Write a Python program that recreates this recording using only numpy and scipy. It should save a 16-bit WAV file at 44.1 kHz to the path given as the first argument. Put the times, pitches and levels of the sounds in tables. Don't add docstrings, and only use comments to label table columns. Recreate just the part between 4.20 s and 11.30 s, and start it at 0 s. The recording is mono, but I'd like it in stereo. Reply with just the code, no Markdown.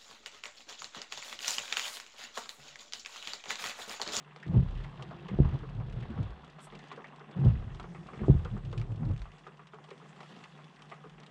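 import sys
import numpy as np
from scipy import signal
from scipy.io import wavfile
from scipy.ndimage import uniform_filter1d

SR = 44100
rng = np.random.default_rng(int(sys.argv[2]) if len(sys.argv) > 2 else 0)


def store_wav(level_fs):
    pcm = np.round(np.clip(np.atleast_2d(level_fs), -1, 1) * 32767)
    wavfile.write(sys.argv[1], SR, pcm.T.astype(np.int16))


N = 313255

SHAFT_HZ = 38.5
UPPER_HZ = 270

# (time [s], level [dB], treble tilt [dB per octave], wet hiss level [dB])
RAIN_COURSE = [(0.0, -57.5, -1, -78.5), (.4, -55.5, -3.5, -64.5), (.8, -56, -2, -67.5),
               (1.14, -54.5, -5.5, -65.5), (1.28, -50.5, -4.5, -64), (1.58, -60, -2, -71.5),
               (1.94, -51.5, -6, -65), (2.3, -58.5, -2, -72.5), (2.65, -54.5, -1, -69.5),
               (3.0, -54.5, -3, -86.5), (3.3, -53.5, -3, -64), (3.749, -59, 3.5, -88),
               (4.1, -52, -0.5, -69), (4.5, -62, 2.5, -72.5), (5.05, -60.5, 2.5, -77.5),
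               (5.5, -59.5, 0, -94), (5.8, -58, 2.5, -76), (6.118, -55.5, 2, -63.5),
               (6.5, -57.5, 1.5, -79.5), (7.1, -58, 0.5, -77)]
# (frequency [Hz], level [dB], t60 [s])
SHELL_MODES = [(66.5, -7, 0.57), (78.8, -4.5, 0.29), (98.6, -14.5, 0.4), (120, -5.5, 0.22),
               (136, 6.5, 0.16), (173, -9, 0.37), (225, -18, 0.46), (296, -8, 0.13), (343, -8, 0.21),
               (368.7, -10.5, .08), (394, -24.5, 0.02), (455, -28, 0.25), (622, -11.5, 0.032),
               (860, -34.5, 0.082), (1100, -44.5, 0.061), (1445, -46.5, .04)]
WIPE_STARTS = [.26, 3.162]
# (time after the start [s], linkage drag [dB],
# pitch of the dragging arm [Hz], deep sway [dB], blade rub [dB], lowest cabin mode [dB])
WIPE_COURSE = [(0, -39.5, 159, -65.5, -64.5, -58.5), (.1, -23, 129.5, -56, -40, -66),
               (.21, -40, 111.5, -70, -76.5, -34), (.33, -42, 110, -65, -61, -39),
               (.5, -48, 157, -64, -59, -59.5), (.7, -50.5, 158.4, -63, -58.5, -93),
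               (.83, -47, 165, -63, -56, -59), (.96, -61.5, 122, -58.5, -42.5, -31),
               (1.05, -39.5, 113.2, -56, -55.5, -44), (1.2, -45, 132.7, -59, -72, -45),
               (1.43, -41.5, 121, -49, -55.5, -43.5), (1.65, -45, 129.6, -46, -70, -56.5),
               (1.77, -32.5, 120, -56.5, -75, -48.5), (1.9, -67.5, 100.4, -83.5, -81, -70),
               (2.1, -92, 143, -79, -74, -77)]


def amp(db):
    return 10 ** (np.asarray(db) / 20)


def evened(x):
    return x / np.sqrt(np.mean(x ** 2) + 1e-20)


def peaked(x):
    return x / abs(x).max()


def read(points, hz):
    f, value = np.transpose(points)
    return np.interp(np.log(hz + 1), np.log(f + 1), value)


def add(mix, s, sound):
    part = mix[..., round(s * SR):][..., :sound.shape[-1]]
    part += sound[..., :part.shape[-1]]


def ring(x, hz, width):
    r, w = np.exp(-np.pi * width / SR), 2 * np.pi * hz / SR
    return signal.lfilter([.5, 0, -.5], [1, -2 * r * np.cos(w), r * r], x)


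def glide(x, hz, width):
    turn = np.exp(2j * np.pi * np.cumsum(hz) / SR)
    r = np.exp(-np.pi * width / SR)
    smooth = signal.lfilter([1 - r], [1, -r], x / turn)
    smooth = signal.lfilter([1 - r], [1, -r], smooth)
    return (turn * smooth).real


def coloured(x, points):
    gain_db = read(points, abs(np.fft.fftfreq(4096, 1 / SR)))
    log_gain = np.log(amp(np.maximum(gain_db, -100)))
    taps = np.fft.ifft(np.exp(np.conj(signal.hilbert(log_gain)))).real[:2048]
    taps = taps.reshape((1,) * (x.ndim - 1) + (-1,))
    return signal.oaconvolve(x, taps, axes=-1)[..., :x.shape[-1]]


def rain_level():
    s, level_db, *_ = np.transpose(RAIN_COURSE)
    return amp(np.interp(np.arange(N) / SR, s, level_db))


def wash():
    # (frequency [Hz], relative level [dB])
    wash_colour = [(120, 0), (200, 6), (283, -4.5), (472, -2), (625, -5.5), (775, 1.5), (899, -9.5),
                   (1080, -5.5), (1830, -7), (2340, -16), (3480, -21.5), (7820, -27.5), (10400, -40),
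                   (13500, -88), (22000, -120)]
    # (frequency [Hz], share in common [-1 to 1])
    likeness = [(100, 0), (300, 1), (600, 0.19), (1200, 0), (2500, 0.4), (5000, 0.12), (9000, 0.)]
    frames, hz = N // 256 + 5, np.fft.rfftfreq(1024, 1 / SR)
    a, b, c, d, patches = rng.standard_normal((frames, 513, 5)).T
    patches = uniform_filter1d(patches, size=40, axis=0)
    patches = evened(uniform_filter1d(patches, size=5, axis=1))
    same = np.clip(read(likeness, hz), -1, 1)[:, None]
    left = a + 1j * b
    right = same * left + np.sqrt(1 - same ** 2) * (c + 1j * d)
    s, _, tilt_db, _ = np.transpose(RAIN_COURSE)
    t = np.arange(frames) * 256 / SR
    treble = np.clip(np.log2(hz / 1500 + 1e-9), 0, 2)[:, None]
    level_db = read(wash_colour, hz)[:, None] + 2.2 * patches + treble * np.interp(t, s, tilt_db)
    spectra = np.array([left, right]) * amp(level_db)
    return evened(signal.istft(spectra, nperseg=1024, noverlap=768)[1][:, :N])


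def patter(count=12):
    # (frequency [Hz], filter gain [dB])
    tap_colour = [(120, -17), (200, 35), (269, -17.5), (387, 0), (576, -7), (1110, 8), (1380, 2), (3430, 3),
                  (4040, -11), (7820, -93.5), (10400, -36), (13500, -100.5), (22000, -120)]
    taps_per_s, level_db = 1100, -4
    size = amp(4.5 * np.minimum(rng.exponential(1, N), 4))
    size = size * (rng.random(N) < taps_per_s / SR)
    panel = rng.integers(0, count, N)
    t, out = np.arange(2500) / SR, np.zeros((2, N))
    for k, hz in enumerate(np.geomspace(400, 6000, count)):
        crack = rng.standard_normal((2, len(t))) * amp(-60 * t / 0.021)
        tap = crack + 2 * evened(ring(crack, hz, .5 * hz)) * crack.std()
        tap = tap + 0.73 * tap[::-1]
        side = amp(7.6 * (-1) ** k * np.array([[1], [-1]]))
        hits = (size * (panel == k))[None]
        out += side * signal.oaconvolve(hits, tap, axes=1)[:, :N]
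    return amp(level_db) * evened(coloured(out, tap_colour))


def fizz():
    s, *_, db = np.transpose(RAIN_COURSE)
    noise = rng.standard_normal((2, N))
    flicker = evened(uniform_filter1d(rng.standard_normal((2, N)), size=220, axis=1))
    grain = amp(3.8 * flicker)
    band = ring(grain * (noise + 0.4 * noise[::-1]), 3090, 1800)
    band = ring(band, 3000, 1900)
    return amp(np.interp(np.arange(N) / SR, s, db)) * evened(band)


def hum():
    # (frequency [Hz], width [Hz], level [dB])
    hum_bands = [(151.4, 4.6, -66), (165, 20, -63)]
    tone_hz, tone_db = 148.4, -58.5
    out = amp(tone_db) * np.sqrt(2) * np.sin(2 * np.pi * tone_hz * np.arange(N) / SR)
    for x, (hz, width, db) in zip(rng.standard_normal((len(hum_bands), N)), hum_bands):
        out = out + amp(db) * evened(ring(ring(x, hz, width), hz, width))
    return out


def boom():
    # (middle [s], level [dB], half-length [s])
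    rocks = [(2.528, -65, 0.085), (4.894, -39.5, 0.076), (5.043, -53, 0.096), (6.913, -63, 0.093)]
    still_db = -83
    t, (s, *_, db) = np.arange(N) / SR, np.transpose(WIPE_COURSE)
    level = amp(still_db)
    for start in WIPE_STARTS:
        level = level + amp(np.interp(t - start, s, db, -120, -120))
    for mid, top_db, length in rocks:
        level = level + amp(top_db) * np.exp(-2 * ((t - mid) / length) ** 2)
    mode_noise = evened(ring(rng.standard_normal(N), SHAFT_HZ, 4.3))
    return level * evened(np.sin(2 * np.pi * SHAFT_HZ * t) + 0.45 * mode_noise)


def drops():
    # (time [s], level [dB], pitch between the two middle modes [Hz],
    # lowest mode [dB], top mode [dB], left over right [dB])
    pats = [(0.161, -45, 764, -9, 1, -3), (0.228, -56.5, 748, -13, 17, -4), (0.601, -50, 703, -4, 1, -4),
            (0.643, -48, 732, -17, -0.5, -2), (0.795, -46, 1010, -29, -26, 5),
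            (0.824, -48.5, 1030, -5, -13, 1), (0.91, -43.5, 770, -10, -18, 2),
            (1.087, -43.5, 1050, -4, 1, 1), (1.251, -42, 718, -12, -31, -7.5),
            (1.432, -48, 1140, -1, -26, -3), (1.49, -50, 727, -22, -19, -3), (1.601, -47, 961, -15, -6, 3),
            (1.824, -54, 778, -5, 7.5, 1), (1.977, -44, 1080, -5, -11, 2),
            (2.232, -50.5, 1170, -26, -17, 5), (2.385, -48.5, 1030, -13, -5, 0),
            (2.47, -48, 735, -16, -9, -5), (2.523, -47, 754, -8, -2, 0.5), (2.594, -58.5, 764, -6, 8, -6),
            (2.715, -39.5, 1140, -11, -2.5, -2), (2.774, -46, 1100, 0.5, -18, 3),
            (2.843, -48, 800, -22, 8.5, 3.5), (3.003, -49, 1090, -7, -21, 2),
            (3.548, -52, 781, -10, -7, 4.0), (3.597, -40.5, 1140, -21, -11, 2),
            (3.641, -42, 700, -6, -6, 0), (3.748, -46.5, 1130, -6, 1, 3), (3.863, -54, 799, -11, -11, 10),
            (3.885, -45.5, 1070, -23, -12, -1), (3.934, -42, 1110, -6, -7, 0),
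            (3.992, -48, 727, -6, 2, 2.0), (4.034, -45, 1105, -9, -10.5, 2.0),
            (4.251, -42.5, 1080, -1.5, -16, 0), (4.366, -44.5, 800, -4.5, -25, 2),
            (4.528, -43, 1100, -1, -13, -1), (4.615, -50.5, 1100, -5, -1, -3),
            (4.832, -50.5, 1130, -19, -19, -5), (5.019, -51, 1040, -23, -8, -0.5),
            (5.055, -44.5, 880, -23, -10, 0), (5.136, -53, 1100, -7, -1, -2.0),
            (5.266, -44, 1070, -7, -32, -2), (5.393, -50, 1030, -9, -18, -2),
            (5.535, -46, 925, -4.5, -27, -4), (5.586, -51.5, 770, -28, -25, 6),
            (5.644, -52, 1020, -20, -11, 0), (5.686, -50, 703, -6, -9, 3),
            (5.711, -45.5, 1100, -1.5, -0.5, 1), (5.816, -53, 816, -9, -13, -2),
            (6.005, -46, 899, -18, 2, -1), (6.031, -49.5, 805, -18, -14, -5),
            (6.241, -54, 1150, -7, 3, -1.5), (6.389, -51, 867, -21, -16, -2.0),
            (6.62, -56, 1050, -20, -7, -3.0), (6.699, -53, 1160, -18, -7, -8),
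            (6.715, -40.5, 895, -17, -3, -1.5), (6.839, -49, 1000, -4, -16, -3),
            (6.981, -56, 774, -2, 6, 2.5), (7.032, -53, 743, -11, 0, 1.5)]
    # (frequency [Hz], width [Hz])
    roof_modes = [(410, 160), (770, 420), (1110, 380), (1850, 590)]
    # (time [s], level [dB], centre [Hz],
    # left over right [dB], splash relative to the impact [dB])
    ticks = [(0.162, -43, 3430, -2.5, -7), (0.2004, -45, 2730, -3.5, 4), (0.2293, -45, 3050, -3.0, -7),
             (0.2653, -49, 2500, -5.0, -9), (0.2794, -44.5, 3350, -3.0, -8.5), (0.378, -49.5, 2850, 1, -5),
             (0.5106, -49, 2880, -1.0, -8), (0.5746, -46, 2730, 3, -12), (0.6452, -43.5, 2500, -1.5, -7),
             (0.8238, -33.5, 3300, 1, -12), (1.0835, -41, 2950, -1, -1), (1.289, -50, 3040, -9, -7),
             (1.3363, -48, 2850, -2.0, -9), (1.4905, -49, 2630, 0.0, -4), (1.5485, -50, 2660, -7, -5),
             (1.7248, -46, 2750, -4, -5), (1.8264, -45.5, 2710, -0.5, -6), (1.9036, -49, 2500, -2.5, -6),
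             (2.028, -46, 3230, -3, -5), (2.1046, -50, 2760, -6, -7), (2.246, -44.5, 3150, -1, -11),
             (2.2777, -51, 3040, -0.5, -9), (2.2987, -47.5, 3270, 0, -6), (2.4034, -47, 3150, 3, -9),
             (2.4694, -57, 2950, 0.5, -9), (2.5516, -43, 2780, 1.0, -9), (2.59, -44, 3560, -1.0, -11),
             (2.6496, -48, 3100, -1.0, -9), (2.6738, -49, 2770, -5, -9), (2.718, -43.5, 3410, 0.5, -5),
             (2.8436, -52, 2760, -2, -9), (2.8814, -49, 2570, -2.0, -11), (2.9603, -45.5, 3070, 3, -8),
             (3.112, -47.5, 3320, 0.0, -7), (3.1982, -48.5, 3510, 1, -9.5), (3.2483, -43, 3100, -0.5, -8.5),
             (3.2824, -43.5, 2600, -4, -7.5), (3.5468, -42.5, 3750, 0.0, -8), (3.5987, -38.5, 3210, 5, -12),
             (3.6287, -46, 2850, -6, -9), (4.1889, -54, 3160, -1.5, -8), (4.2487, -38.5, 3100, 1.5, -10),
             (4.4574, -51.5, 2560, 0.5, -9), (4.5277, -42.5, 3230, 4, -9), (4.5776, -35.5, 2790, -1, -14),
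             (4.5979, -40.5, 3070, 5, -12), (4.6144, -39, 2540, 5, -15), (4.7137, -54, 2860, -2, -12),
             (4.7598, -48, 3130, -1.5, -9), (4.852, -46.5, 3400, -4, -11), (4.9127, -53, 2570, 1, -9),
             (4.9357, -48, 2650, 2, -13), (4.963, -44, 2500, 0.0, -11), (4.9781, -40.5, 3040, -1.5, -19),
             (5.0185, -35.5, 3440, 0, -23), (5.1926, -47, 2600, -0.5, -12), (5.3717, -51, 3070, -3, -9),
             (5.6405, -48, 3210, -3.0, -9), (5.69, -47, 3010, 8, -15), (5.7054, -40, 3050, 3, -10),
             (5.893, -45.5, 2700, 0.0, -14), (6.0057, -41, 3380, 1.0, -14), (6.0304, -43, 2830, -1.5, -9),
             (6.2387, -40, 2590, 3, -7), (6.378, -51, 2600, -1.0, -11), (6.443, -46, 3340, -3, -8),
             (6.4951, -52, 2980, 0.0, -9), (6.5605, -44, 3340, -1.0, -7), (6.6206, -42, 3010, -6, -15),
             (6.6992, -39.5, 3180, 1, -11), (6.8962, -45.5, 3180, 2, -6), (7.001, -43.5, 3750, 1, -13),
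             (7.0334, -46.5, 3400, 5, -9), (7.0637, -42, 3110, 0.0, -8.5)]
    pat_t60_s, tick_t60_s = 0.13, 0.049
    detune_db_per_octave = 8
    out, t, sides = np.zeros((2, N)), np.arange(5000) / SR, np.array([[.5], [-.5]])
    for s, db, pitch_hz, low_db, top_db, pan_db in pats:
        noise = rng.standard_normal((2, len(t)))
        spread, impact = amp(-60 * t / pat_t60_s), 1.9 * amp(-60 * t / 0.0043)
        push = (noise + 0.42 * noise[::-1]) * (spread + impact)
        middle_db = [-detune_db_per_octave * abs(np.log2(hz / pitch_hz)) for hz, _ in roof_modes[1:3]]
        for mode_db, (hz, width) in zip([low_db, *middle_db, top_db], roof_modes):
            mode = ring(ring(push, hz, 1.35 * width), hz, 1.35 * width)
            add(out, s, amp(db + mode_db + pan_db * sides) * peaked(mode))

    faint_count, faint_db, faint_spread_db, faint_splash_db = 90, -55.5, 11.5, -7.5
    low_hz, high_hz, faint_pan_db = 2500, 3400, 5
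    when, where, size, side = rng.random((faint_count, 4)).T
    faint = np.transpose([when * N / SR,
                          faint_db + faint_spread_db * (2 * size - 1),
                          low_hz + (high_hz - low_hz) * where,
                          faint_pan_db * (2 * side - 1),
                          np.full(faint_count, faint_splash_db)])
    for s, db, hz, pan_db, splash_db in [*faint, *ticks]:
        noise = rng.standard_normal((2, len(t)))
        noise = noise + 0.22 * noise[::-1]
        wide = evened(ring(noise, 2500, 4200))
        splash = evened(evened(ring(noise, hz, 0.3 * hz)) + 0.23 * wide)
        splash = splash * amp(splash_db - 60 * t / tick_t60_s)
        snap = wide * amp(-60 * t / 0.002)
        tick = (snap + splash) * np.minimum(t / 0.00037, 1)
        add(out, s, amp(db + pan_db * sides) * peaked(tick))
    return out


def judders():
    # (middle [s], level [dB], pitch [Hz], half-length [s])
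    slips = [(.275, -37, 161, .04), (.810, -40.5, 133.7, 0.053), (1.135, -32.5, 194, 0.04),
             (1.345, -24.5, 131.6, 0.044), (1.433, -51.5, 301, 0.07), (1.594, -31, 111, 0.071),
             (1.776, -33, 118.7, 0.085), (1.908, -37, 225, 0.042), (1.915, -45.5, 351, 0.04),
             (2.001, -48, 326, 0.038), (2.006, -28, 104.8, 0.089), (2.105, -40.5, 53.4, 0.077),
             (3.175, -29.5, 168.4, 0.029), (3.715, -41, 168.4, .07), (4.026, -33, 212, .06),
             (4.342, -33, 112, 0.084), (4.346, -36.5, 201, 0.059), (4.479, -38, 98.7, 0.097),
             (4.599, -31, 114.1, 0.067), (4.715, -29.5, 108.4, 0.058), (4.790, -33, 112.3, .06),
             (4.830, -28.5, 150.3, 0.047), (4.863, -28, 120, 0.039), (4.822, -38, 230.5, 0.054),
             (4.883, -42, 307, 0.045), (4.911, -24.5, 95, 0.056), (5.089, -56, 93.5, 0.1),
             (5.016, -38, 52.6, .1)]
    out = np.zeros(N)
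    for s, db, hz, length in slips:
        noise = rng.standard_normal(12000)
        t = np.arange(0, 2 * min(length, .13), 1 / SR)
        tone = np.sin(2 * np.pi * hz * t + noise[0])
        slip = tone + 0.17 * evened(ring(noise, 0.9 * hz, hz))[:len(t)]
        add(out, s - length, amp(db) * np.hanning(len(t)) ** 2 * slip)
    return out


def sweep(start):
    s, *columns = np.transpose(WIPE_COURSE)
    t = np.arange(0, s[-1], 1 / SR)
    drag_db, arm_hz, sway_db, rub_db, _ = (np.interp(t, s, c) for c in columns)
    noise = rng.standard_normal((2, len(t)))
    wander = evened(uniform_filter1d(noise[0], 4000))
    turns = np.cumsum(SHAFT_HZ * (1 + .04 * wander)) / SR
    drive = (.5 + np.exp(-(turns % 1) / 0.21)) * noise[1]
    rung = [(hz, amp(db) * ring(drive, hz, 2.2 / t60)) for hz, db, t60 in SHELL_MODES]
    sway = evened(sum(x for hz, x in rung if hz < 90))
    drag = evened(sum(x for hz, x in rung if 90 < hz < UPPER_HZ))
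    drag = evened(drag + 3.1 * evened(glide(drive, arm_hz, 54.0)))
    rub = evened(sum(x for hz, x in rung if hz > UPPER_HZ))
    total = amp(drag_db) * drag + amp(sway_db) * sway + amp(rub_db) * rub
    return start, total * signal.windows.tukey(len(t), .02)


def blows():
    # (time [s], level [dB], contact [ms], weight on deep modes [dB], weight on upper modes [dB])
    pushes = [(0.262, -48, 2.7, -12, 15), (.294, -37.5, 4.5, -6, 8), (0.322, -50, 5.3, 3, 14),
              (.341, -32.5, 3.3, -4.5, -9.5), (.352, -41.5, 1.57, 5, 11.5), (.366, -25.5, 2.24, -13, -15),
              (.374, -17.5, 5.6, 1, -7), (0.441, -39.5, 9, 12, 7), (1.115, -38.5, 1.4, -7.5, -15.5),
              (1.140, -36.5, 1.6, 2.5, -11.5), (1.188, -27.5, 1.46, -11, 5.5),
              (1.201, -19.5, 2.12, 2.5, -8.5), (1.251, -32.5, 5.2, 10, -1.5), (1.989, -32.5, 4.7, 4.5, 1.5),
              (3.162, -43.5, 3.6, -14, 8), (3.189, -32, 3.5, -17, 3.5), (3.212, -31, 5.5, -12, 0),
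              (3.247, -21.5, 4.9, -16, -7), (3.258, -25, 1.44, -15.5, -12), (3.265, -17, 5.5, 0.5, -2),
              (3.297, -26, 5.8, -18.5, -5), (3.975, -42.5, 2, -5, -11), (4.016, -40, 1.9, 8, 9),
              (4.038, -39.5, 1.3, 5, -18), (4.082, -30.5, 1.5, -6, 15), (4.089, -32, 2.28, -2, 18),
              (4.097, -17, 2.7, 2.5, -3.5), (4.105, -35.5, .92, -16, 6.5), (4.148, -36.5, 4.1, 16, -12)]
    deep_hz = 105
    out = np.zeros(N)
    for s, db, contact_ms, deep_db, upper_db in pushes:
        push = np.zeros(SR // 2)
        bump = np.hanning(int(np.clip(contact_ms, .3, 12) * SR / 1000) + 3)
        push[:len(bump)] = bump / bump.sum()
        for hz, mode_db, t60 in SHELL_MODES:
            weight = amp(mode_db + deep_db * (hz < deep_hz) + upper_db * (hz > UPPER_HZ))
            add(out, s, amp(db) * weight * ring(push, hz, 2.2 / t60))
    return out


def hiss():
    # (time [s], level [dB])
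    puff = [(2.39, -89), (2.396, -87), (2.416, -64), (2.452, -57), (2.49, -85)]
    # (frequency [Hz], filter gain [dB])
    puff_colour = [(3530, -20), (6000, -7), (6480, -13), (7240, -9), (7470, -1), (7820, 1), (8630, -1),
                   (10400, -10), (13500, -27), (22000, -120)]
    s, db = np.transpose(puff)
    t = np.arange(s[0], s[-1], 1 / SR)
    noise = rng.standard_normal((2, len(t)))
    noise = noise + 0.11 * noise[::-1]
    return s[0], amp(np.interp(t, s, db)) * evened(coloured(noise, puff_colour))


def scene():
    # (frequency [Hz], filter gain [dB])
    cabin_colour = [(60, -33.5), (130, -4.5), (260, -3.5), (400, 11), (7000, -4), (9000, -7), (10500, -35),
                    (11500, -48.5)]
    rubber_hz = 1120
    rain_low_hz = 135
    rain = rain_level() * (wash() + coloured(patter(), cabin_colour))
    rain = rain + coloured(drops(), cabin_colour) + fizz() + hum()
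    rain = signal.sosfilt(signal.butter(4, rain_low_hz, "high", fs=SR, output="sos"), rain)

    shell = boom() + judders() + blows()
    for start in WIPE_STARTS:
        add(shell, *sweep(start))
    shell = signal.sosfilt(signal.butter(2, rubber_hz, fs=SR, output="sos"), shell)
    spread = signal.lfilter([0] * 40 + [1], [1], shell) - shell
    upper = signal.sosfilt(signal.butter(2, 400., "high", fs=SR, output="sos"), spread)
    spread = spread + 1.5 * upper
    mix = shell + amp(-22.5) * spread * np.array([[-1], [1]]) + rain
    add(mix, *hiss())
    return mix


def record(dry):
    low_hz, edge_hz = 28, 15000
    dry = signal.sosfilt(signal.butter(4, low_hz, "high", fs=SR, output="sos"), dry)
    band_limit = signal.firwin(511, edge_hz, window=("kaiser", 9), fs=SR)
    return signal.oaconvolve(dry, band_limit[None], "same")


dry = scene()
out = record(dry)
store_wav(out)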